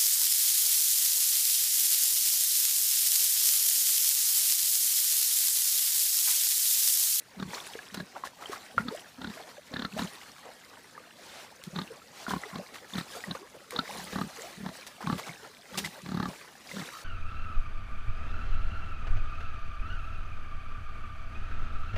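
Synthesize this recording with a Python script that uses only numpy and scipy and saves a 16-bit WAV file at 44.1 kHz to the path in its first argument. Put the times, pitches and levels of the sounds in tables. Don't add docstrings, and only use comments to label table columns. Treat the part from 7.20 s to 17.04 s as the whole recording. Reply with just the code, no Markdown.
import sys
import numpy as np
from scipy import signal
from scipy.fft import rfft, irfft, next_fast_len
from scipy.io import wavfile
from scipy.ndimage import uniform_filter1d, map_coordinates

SR = 44100
rng = np.random.default_rng(int(sys.argv[2]) if len(sys.argv) > 2 else 0)


def pcm_store(signal):
    levels = np.round(np.clip(np.atleast_2d(signal), -1, 1) * 32767)
    wavfile.write(sys.argv[1], SR, levels.astype(np.int16).T)


N = 433944

# (hum start [s], hum end [s], hum level [dB], mean hum pitch [Hz],
# loudest flap [s], its level [dB], flaps before, flaps after, build-up [dB per flap],
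# nominal mouth resonance at the loudest flap [Hz], nasal squeak level [dB])
GRUNT_TABLE = [(.16, 0.316, -35.5, 190, .226, -34.5, 1, 0, 4, 1284, -40.5),
               (.72, 0.849, -37, 195, .801, -35.5, 2, 0, 4, 1650, -40.5),
               (1.546, 1.714, -34.5, 220, 1.683, -30, 0, 0, 8, 1260, -33),
               (1.97, 2.127, -37, 224.4, 2.044, -33.5, 1, 2, 7.5, 1556, -39),
               (2.505, 2.682, -37, 239.7, 2.649, -29.5, 4, 0, 2.5, 1630, -32.5),
               (2.715, 2.879, -33, 200.3, 2.792, -30, 0, 1, 5, 1105, -34),
               (4.525, 4.647, -32.5, 194.9, 4.588, -30.5, 1, 1, 10, 1275, -32.5),
               (5.08, 5.19, -32, 200, 5.135, -25.5, 2, 1, 3, 1095, -48),
               (5.325, 5.42, -36, 186, 5.356, -32.5, 0, 1, 15, 1070, -40.5),
               (5.73, 5.823, -30.5, 180, 5.782, -32.5, 1, 1, 8.5, 1410, -34),
               (6.065, 6.14, -34, 186.4, 6.110, -37.5, 0, 0, 4, 1150, -31),
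               (6.535, 6.629, -42, 200, 6.589, -25.5, 1, 0, 12, 1396, -25),
               (6.92, 7.079, -31, 179.6, 7.013, -25, 3, 0, 4.5, 1250, -39.5),
               (7.36, 7.505, -36, 184.7, 7.462, -31.5, 0, 1, 7, 973, -43.5),
               (7.83, 7.985, -30, 190.1, 7.871, -24.5, 0, 2, 1, 1186, -43.5),
               (8.82, 9.123, -31.5, 180.1, 9.028, -25.5, 6, 1, 3, 1290, -41.5),
               (9.52, 9.636, -34.5, 190.8, 9.595, -37, 1, 0, 7, 1530, -42.5)]
# (frequency [Hz], density [dB per Hz])
SLOSH_SPECTRUM = [(110, -13), (300, -2), (550, 0.5), (1100, -1.5), (2000, -3), (4000, -20.5), (12000, -63)]
# (frequency [Hz], density [dB per Hz])
SPRAY_SPECTRUM = [(300, -4.5), (1500, -4.5), (4200, 2), (8000, -4), (15500, -12)]
FLAP_HZ = 36.07


def amp(db):
    return 10 ** (np.asarray(db) / 20)


def unit(x):
    return x / np.sqrt(np.mean(x ** 2) + 1e-20)


def along(points, hz):
    f, v = np.transpose(points)
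    return np.interp(np.log(hz + 1), np.log(f + 1), v)


def clock(length_s):
    return np.arange(max(int(length_s * SR), 8)) / SR


def fade(t, t60):
    return np.exp(-np.log(1000) * t / t60)


def add(track, s, x):
    i = int(np.clip(round(s * SR), 0, N))
    track[i:i + len(x)] += x[:N - i]


def wobble(rate_hz, size):
    knots = rng.standard_normal(int(size * rate_hz / SR) + 4)
    return map_coordinates(knots, [np.arange(size) * rate_hz / SR])


def filtered(x, response):
    m = next_fast_len(N + SR // 2)
    return irfft(rfft(x, m) * response(np.fft.rfftfreq(m, 1 / SR)), m)[:N]


def noise(spectrum):
    white = rng.standard_normal(N)
    return unit(filtered(white, lambda hz: amp(along(spectrum, hz))))


def patchy(x, depth_db):
    z = signal.stft(x, nperseg=1024)[2]
    field = uniform_filter1d(rng.standard_normal(z.shape), size=5, axis=0)
    field = uniform_filter1d(field, size=4, axis=1)
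    return unit(signal.istft(z * amp(depth_db * unit(field)), nperseg=1024)[1][:N])


def bubble(t, hz, t60, rise, attack):
    tone = np.sin(2 * np.pi * hz * t * (1 + rise * t / t60 / 2))
    return tone * fade(t, t60) * (1 - np.exp(-t / attack))


def bubbles(starts_s, hz, cycles, spread_db, size):
    t = np.arange(size) / SR
    life, strength = rng.standard_normal((len(starts_s), 2)).T
    t60 = np.minimum(cycles * np.exp(0.48 * life) / hz, size / SR)
    gains = amp(spread_db * np.clip(strength, -2, 2))
    rings = gains[:, None] * bubble(t, hz[:, None], t60[:, None], rise=0.18, attack=1 / hz[:, None])
    where = (np.abs(starts_s) * SR).astype(int)[:, None] + np.arange(size)
    return np.bincount(where.ravel(), rings.ravel())


def outdoor_air():
    # (frequency [Hz], density [dB per Hz])
    air_spectrum = [(30, -3.5), (250, 8), (1000, -28), (15000, -57)]
    return noise(air_spectrum)


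def stirring(ripple_db, rise_share):
    # (crest [s], level [dB], fall to 1/e [s])
    swash_table = [(0.38, -47.5, 0.24), (1.325, -53.5, 0.26), (1.742, -52, 0.096), (2.148, -53, 0.13),
                   (2.847, -50.5, 0.29), (4.597, -56, 0.18), (5.214, -52.5, 0.3), (5.76, -50.5, 0.17),
                   (5.958, -48.5, 0.15), (6.8, -47.5, 0.4), (7.22, -50.5, 0.19), (7.565, -52, 0.13),
                   (7.96, -51.5, 0.28), (8.617, -49.5, 0.22), (9.12, -51.5, 0.15), (9.616, -49.5, 0.4)]
    t = np.arange(N) / SR
    power = amp(ripple_db) ** 2
    for crest_s, db, fall_s in swash_table:
        age = (t - crest_s) / fall_s
        decay = np.where(age < 0, (age / rise_share) ** 2, age)
        power = power + (amp(db) * np.exp(-decay)) ** 2
    return np.sqrt(power)


def water(gurgle_db, wash_db, fizz_db, drop_db, lap_db, brighten):
    stir = stirring(ripple_db=-59.5, rise_share=0.47)
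    lift = unit(stir) ** brighten
    count = int(170 * N / SR)
    gurgle_hz = 410 * 5.4 ** rng.random(count)
    gurgle = bubbles(rng.uniform(0, N / SR, count), gurgle_hz, cycles=28, spread_db=6, size=2400)
    gurgle = unit(np.pad(gurgle, (0, N))[:N])
    drop_hz = 1500 * 7 ** rng.random(2 * count)
    patter = bubbles(rng.uniform(0, N / SR, 2 * count), drop_hz, cycles=14, spread_db=5.5, size=512)
    patter = unit(np.pad(patter, (0, N))[:N])
    wash = amp(wash_db + 2.05 * wobble(70, N)) * patchy(noise(SLOSH_SPECTRUM), depth_db=4.0)
    fizz = amp(fizz_db) * patchy(noise(SPRAY_SPECTRUM), depth_db=3.0)
    low = amp(lap_db * wobble(24, N)) * (amp(gurgle_db) * gurgle + wash)
    high = amp(wobble(55, N)) * (fizz + amp(drop_db) * patter)
    return stir * (low / lift + high * np.sqrt(lift))


def hums(hum_db, chest_db, waver, droop, overtone_db, uneven_db):
    # (start [s], end [s], level [dB])
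    mutter_table = [(4.462, 4.49, -37.5), (6.66, 6.92, -47.5), (8.07, 8.127, -40), (8.52, 8.696, -37)]
    # (frequency [Hz], density [dB per Hz])
    chest_spectrum = [(30, -23), (70, 1), (90, -8), (130, -3), (260, -7), (800, -45)]
    mutter_hz = 185.1
    thump_lag_s, thump_depth = 0.0041, 0.77
    voices = [(start, end, db, hz, opening_s) for start, end, db, hz, opening_s, *_ in GRUNT_TABLE]
    for start, end, db in mutter_table:
        voices.append((start, end, db, mutter_hz, (start + end) / 2 - thump_lag_s))
    tone, effort = np.zeros(N), np.zeros(N)
    for start, end, db, hz, opening_s in voices:
        t = start + clock(end - start)
        size, place = len(t), (t - start) / (end - start)
        thumps = 1 - thump_depth * np.sin(np.pi * FLAP_HZ * (t - opening_s - thump_lag_s)) ** 2
        swell = np.abs(np.sin(np.pi * place ** 1.23)) ** 0.55
        swell = thumps * swell * amp(db + uneven_db * wobble(59.8, size))
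        pitch_hz = hz * np.exp(droop * (.5 - place) + waver * wobble(109.7, size))
        phase = 2 * np.pi * np.cumsum(pitch_hz) / SR
        add(tone, start, swell * (np.sin(phase) + amp(overtone_db) * np.sin(2 * phase)))
        add(effort, start, swell * (end - start))
    return amp(hum_db) * tone + amp(chest_db) * effort * noise(chest_spectrum)


def flap(db, mouth_hz, squeak_db, throat_db, chest_db, flutter_db, nose_hz, glide_hz):
    # (multiple of the mouth resonance, level [dB], t60 [s])
    snout_modes = [(.67, -5, 0.029), (.93, 0.5, 0.043), (1.05, -3.5, 0.031), (1.28, -8.5, 0.03)]
    # (frequency [Hz], level [dB], t60 [s])
    throat_modes = [(183, -2, 0.042), (260, -2.5, 0.044), (414, -8, 0.02)]
    chest_hz, nose_top_hz = 72.3, 4650
    t = clock(.12)

    def ring(hz, level_db, t60):
        gain = amp(level_db + rng.normal(0, 1.5))
        return gain * bubble(t, hz * np.exp(rng.normal(0, .035)), t60, rise=0, attack=.0006)

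    snout = sum((-1) ** k * ring(ratio * mouth_hz, level, t60)
                for k, (ratio, level, t60) in enumerate(snout_modes))
    throat = sum((-1) ** k * ring(*mode) for k, mode in enumerate(throat_modes))
    chest = ring(chest_hz, db + chest_db - max(squeak_db + 40, 0), t[-1])
    air = rng.standard_normal(len(t)) * t * fade(t, 1 / FLAP_HZ)
    ruffle = signal.fftconvolve(snout, air / np.linalg.norm(air))[:len(t)]
    snout = snout + amp(flutter_db) * ruffle
    glide = glide_hz * rng.uniform(.5, 1) * (1 - fade(t, .02))
    pitch_hz = nose_hz + glide + 330 * wobble(1800, len(t))
    age = t / 0.002
    swell = age * np.exp(1 - age) * amp(2.2 * wobble(1400, len(t)))
    squeak = swell * np.sin(2 * np.pi * np.cumsum(pitch_hz) / SR)
    squeak = signal.sosfilt(signal.butter(10, nose_top_hz, fs=SR, output="sos"), squeak)
    return amp(db) * snout + amp(db / 2 + throat_db) * throat + chest + amp(squeak_db) * squeak


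def grunts(rasp_db, leak_db):
    # (frequency [Hz], density [dB per Hz])
    rasp_spectrum = [(300, -5), (800, -2), (1750, -2), (2350, -14), (4200, -9.5), (9000, -31)]
    die_away = 1.47
    mouth_opening, mouth_scatter = 0.011, 0.029
    flap_scatter_db = 0.95
    out, airflow = np.zeros(N), np.zeros(N)
    t = clock(2 / FLAP_HZ) - 1 / FLAP_HZ
    puff = fade(np.abs(t), np.where(t < 0, .006, .018)) + amp(leak_db) * np.hanning(len(t))
    for *_, peak_s, peak_db, before, after, build_db, mouth_hz, squeak_db in GRUNT_TABLE:
        for k in range(-round(before), round(after) + 1):
            s = peak_s + k / FLAP_HZ
            drop_db = build_db * max(-k, die_away * k) + rng.normal(0, flap_scatter_db)
            hz = mouth_hz * np.exp(mouth_opening * k + rng.normal(0, mouth_scatter))
            add(out, s, flap(peak_db - drop_db, hz, squeak_db - 0.37 * drop_db + 1.5, throat_db=-11.5,
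                             chest_db=-16.5, flutter_db=-12, nose_hz=3466, glide_hz=970))
            add(airflow, s + t[0], amp((peak_db - drop_db + squeak_db) / 4 + rasp_db) * puff)
    return out + airflow * noise(rasp_spectrum)


def trees(x, t60_s):
    t = clock(.5)
    tail = rng.standard_normal(len(t)) * fade(t, t60_s)
    return signal.fftconvolve(x, np.pad(tail, (SR // 100, 0)) / np.linalg.norm(tail))[:N]


def plops_and_squeak(plop_db, wet_db):
    # (time [s], level [dB], starting pitch [Hz]); the row at 5.736 s is the squeak
    pop_table = [(.333, -29.5, 940), (.553, -30, 440), (.59, -29, 1640), (1.037, -23, 1064),
                 (1.258, -28, 3080), (1.296, -29.5, 398), (1.574, -29.5, 110), (1.580, -9, 1360),
                 (2.562, -24.5, 1700), (3.778, -32.5, 1180), (5.066, -25.5, 1400), (5.236, -27, 1944),
                 (5.736, -26.5, 3530), (6.039, -26, 1880), (6.152, -29.5, 522), (8.093, -32, 2150),
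                 (8.647, -23, 1990), (9.514, -28.5, 2030), (9.613, -33, 2120)]
    t60_at_1khz_s, size_law = 0.035, 0.37
    out, rustle = np.zeros(N), np.zeros(N)
    t = clock(.15)
    for s, db, hz in pop_table:
        t60 = t60_at_1khz_s * (1000 / hz) ** size_law
        add(out, s, amp(db + plop_db) * bubble(t, hz, t60, rise=0.12, attack=0.00033))
        add(rustle, s, amp(db + wet_db) * fade(t, t60))
    return out + rustle * noise(SLOSH_SPECTRUM)


def splashes(bubble_db, foam_db, spray_db, pitch_spread):
    # (time [s], level [dB], length [s], median bubble pitch [Hz])
    splash_table = [(0.333, -43, 0.061, 1400), (0.742, -42, 0.0092, 2940), (0.954, -41, 0.05, 850),
                    (1.043, -39, 0.033, 1596), (1.202, -40.5, 0.05, 960), (1.311, -38.5, 0.054, 1320),
                    (1.583, -41, 0.041, 990), (2.19, -44, 0.053, 630), (2.268, -46, 0.056, 1150),
                    (2.767, -39.5, 0.08, 1560), (3.231, -47.5, .11, 650), (4.438, -48.5, 0.0017, 4500),
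                    (5.08, -38.5, 0.058, 1740), (5.534, -44, 0.049, 1600), (5.766, -39, .037, 1590),
                    (6.148, -38, .021, 945), (6.339, -46, .035, 520), (6.507, -45.5, 0.0025, 3960),
                    (6.509, -42, 0.062, 855), (7.665, -47, 0.017, 2970), (7.805, -38, 0.037, 966),
                    (7.976, -37.5, 0.034, 1410), (8.061, -39, 0.031, 1164), (8.222, -49, .07, 1200),
                    (8.574, -34.5, 0.022, 3150), (8.642, -41.5, 0.03, 2480)]
    like_size_hz = 1710
    spray_db_per_octave = 11
    drip_db, drip_s = -13, 0.039
    cloud, foam, spray = np.zeros(N), np.zeros(N), np.zeros(N)
    for s, db, length_s, hz in splash_table:
        bright_db = spray_db_per_octave * np.log2(hz / 1000)
        t = clock(2 * length_s + .15)
        onset = 1 - np.exp(-t / (0.11 * length_s))
        body = np.exp(-(t / length_s) ** 2.8) + amp(drip_db) * np.exp(-t / drip_s)
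        burst = amp(db) * onset * body * amp(2.0 * wobble(451, len(t)))
        count = int(len(t) / SR * 650) + 2
        spread = pitch_spread * hz / (hz + like_size_hz)
        grain_hz = hz * np.exp(spread * rng.standard_normal(count))
        grains = bubbles(rng.uniform(0, t[-1], count), grain_hz, cycles=18.0, spread_db=6.0, size=1024)
        add(cloud, s, burst * unit(np.pad(grains, (0, len(t)))[:len(t)]))
        add(foam, s, burst)
        add(spray, s, burst * amp(bright_db))
    wet = amp(foam_db) * foam * noise(SLOSH_SPECTRUM) + amp(spray_db) * spray * noise(SPRAY_SPECTRUM)
    return amp(bubble_db) * cloud + wet


def glugs(glug_db, gargle_db):
    # (time [s], length [s], level [dB], nominal first pitch [Hz], nominal last pitch [Hz])
    glug_table = [(1.711, 0.063, -32, 462, 660), (2.38, .022, -37.5, 560, 640),
                  (2.513, 0.032, -41, 538, 600), (2.765, 0.027, -31, 620, 660),
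                  (4.701, 0.048, -37.5, 450, 480), (5.385, 0.039, -35.5, 488, 720),
                  (6.19, .1, -45.5, 350, 905), (6.532, 0.049, -33, 488, 440),
                  (6.692, .026, -33.5, 720, 1410), (9.715, .128, -42, 1270, 1250)]
    out = np.zeros(N)
    for s, length_s, db, first_hz, last_hz in glug_table:
        size = len(clock(length_s))
        place = np.linspace(0, 1, size)
        hz = first_hz * (last_hz / first_hz) ** place ** 2 * np.exp(0.092 * wobble(302, size))
        swell = np.abs(np.sin(np.pi * np.sqrt(place)))
        swell = swell * amp(db + glug_db + gargle_db * wobble(247, size))
        add(out, s, swell * np.sin(2 * np.pi * np.cumsum(hz) / SR))
    return out


def surges():
    # (start [s], end [s], level [dB])
    surge_table = [(3.962, 4.276, -46.5), (4.923, 5.069, -44.5)]
    # (frequency [Hz], density [dB per Hz])
    rush_spectrum = [(150, -12), (600, 1.5), (1900, -2.5), (5500, -5.5), (14000, -20)]
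    flow = np.zeros(N)
    for start, end, db in surge_table:
        place = clock(end - start) / (end - start)
        add(flow, start, amp(db) * np.sqrt(place) * (1 - place ** 8))
    return flow * patchy(noise(rush_spectrum), depth_db=2.0)


def scene():
    pond = water(gurgle_db=-2, wash_db=-0.5, fizz_db=0.5, drop_db=-2.5, lap_db=1.8, brighten=.17)
    near = hums(hum_db=1.5, chest_db=3.5, waver=0.125, droop=0.153, overtone_db=-14.0, uneven_db=2.5)
    near = near + grunts(rasp_db=-21.0, leak_db=-11.0)
    near = near + plops_and_squeak(plop_db=-0.5, wet_db=-16.0) + glugs(glug_db=-4.0, gargle_db=3.5)
    near = near + splashes(bubble_db=-3.0, foam_db=-9.0, spray_db=-13.5, pitch_spread=0.9)
    echoes = amp(-22.5) * trees(near, t60_s=.29)
    return (near + echoes + pond + surges() + amp(-65.0) * outdoor_air())[None]


def record(dry):
    top_hz = 15550
    thinned = signal.sosfilt(signal.butter(2, 50, "highpass", fs=SR, output="sos"), dry[0])
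    return filtered(thinned, lambda hz: hz < top_hz)[None]


dry = scene()
out = record(dry)
pcm_store(out)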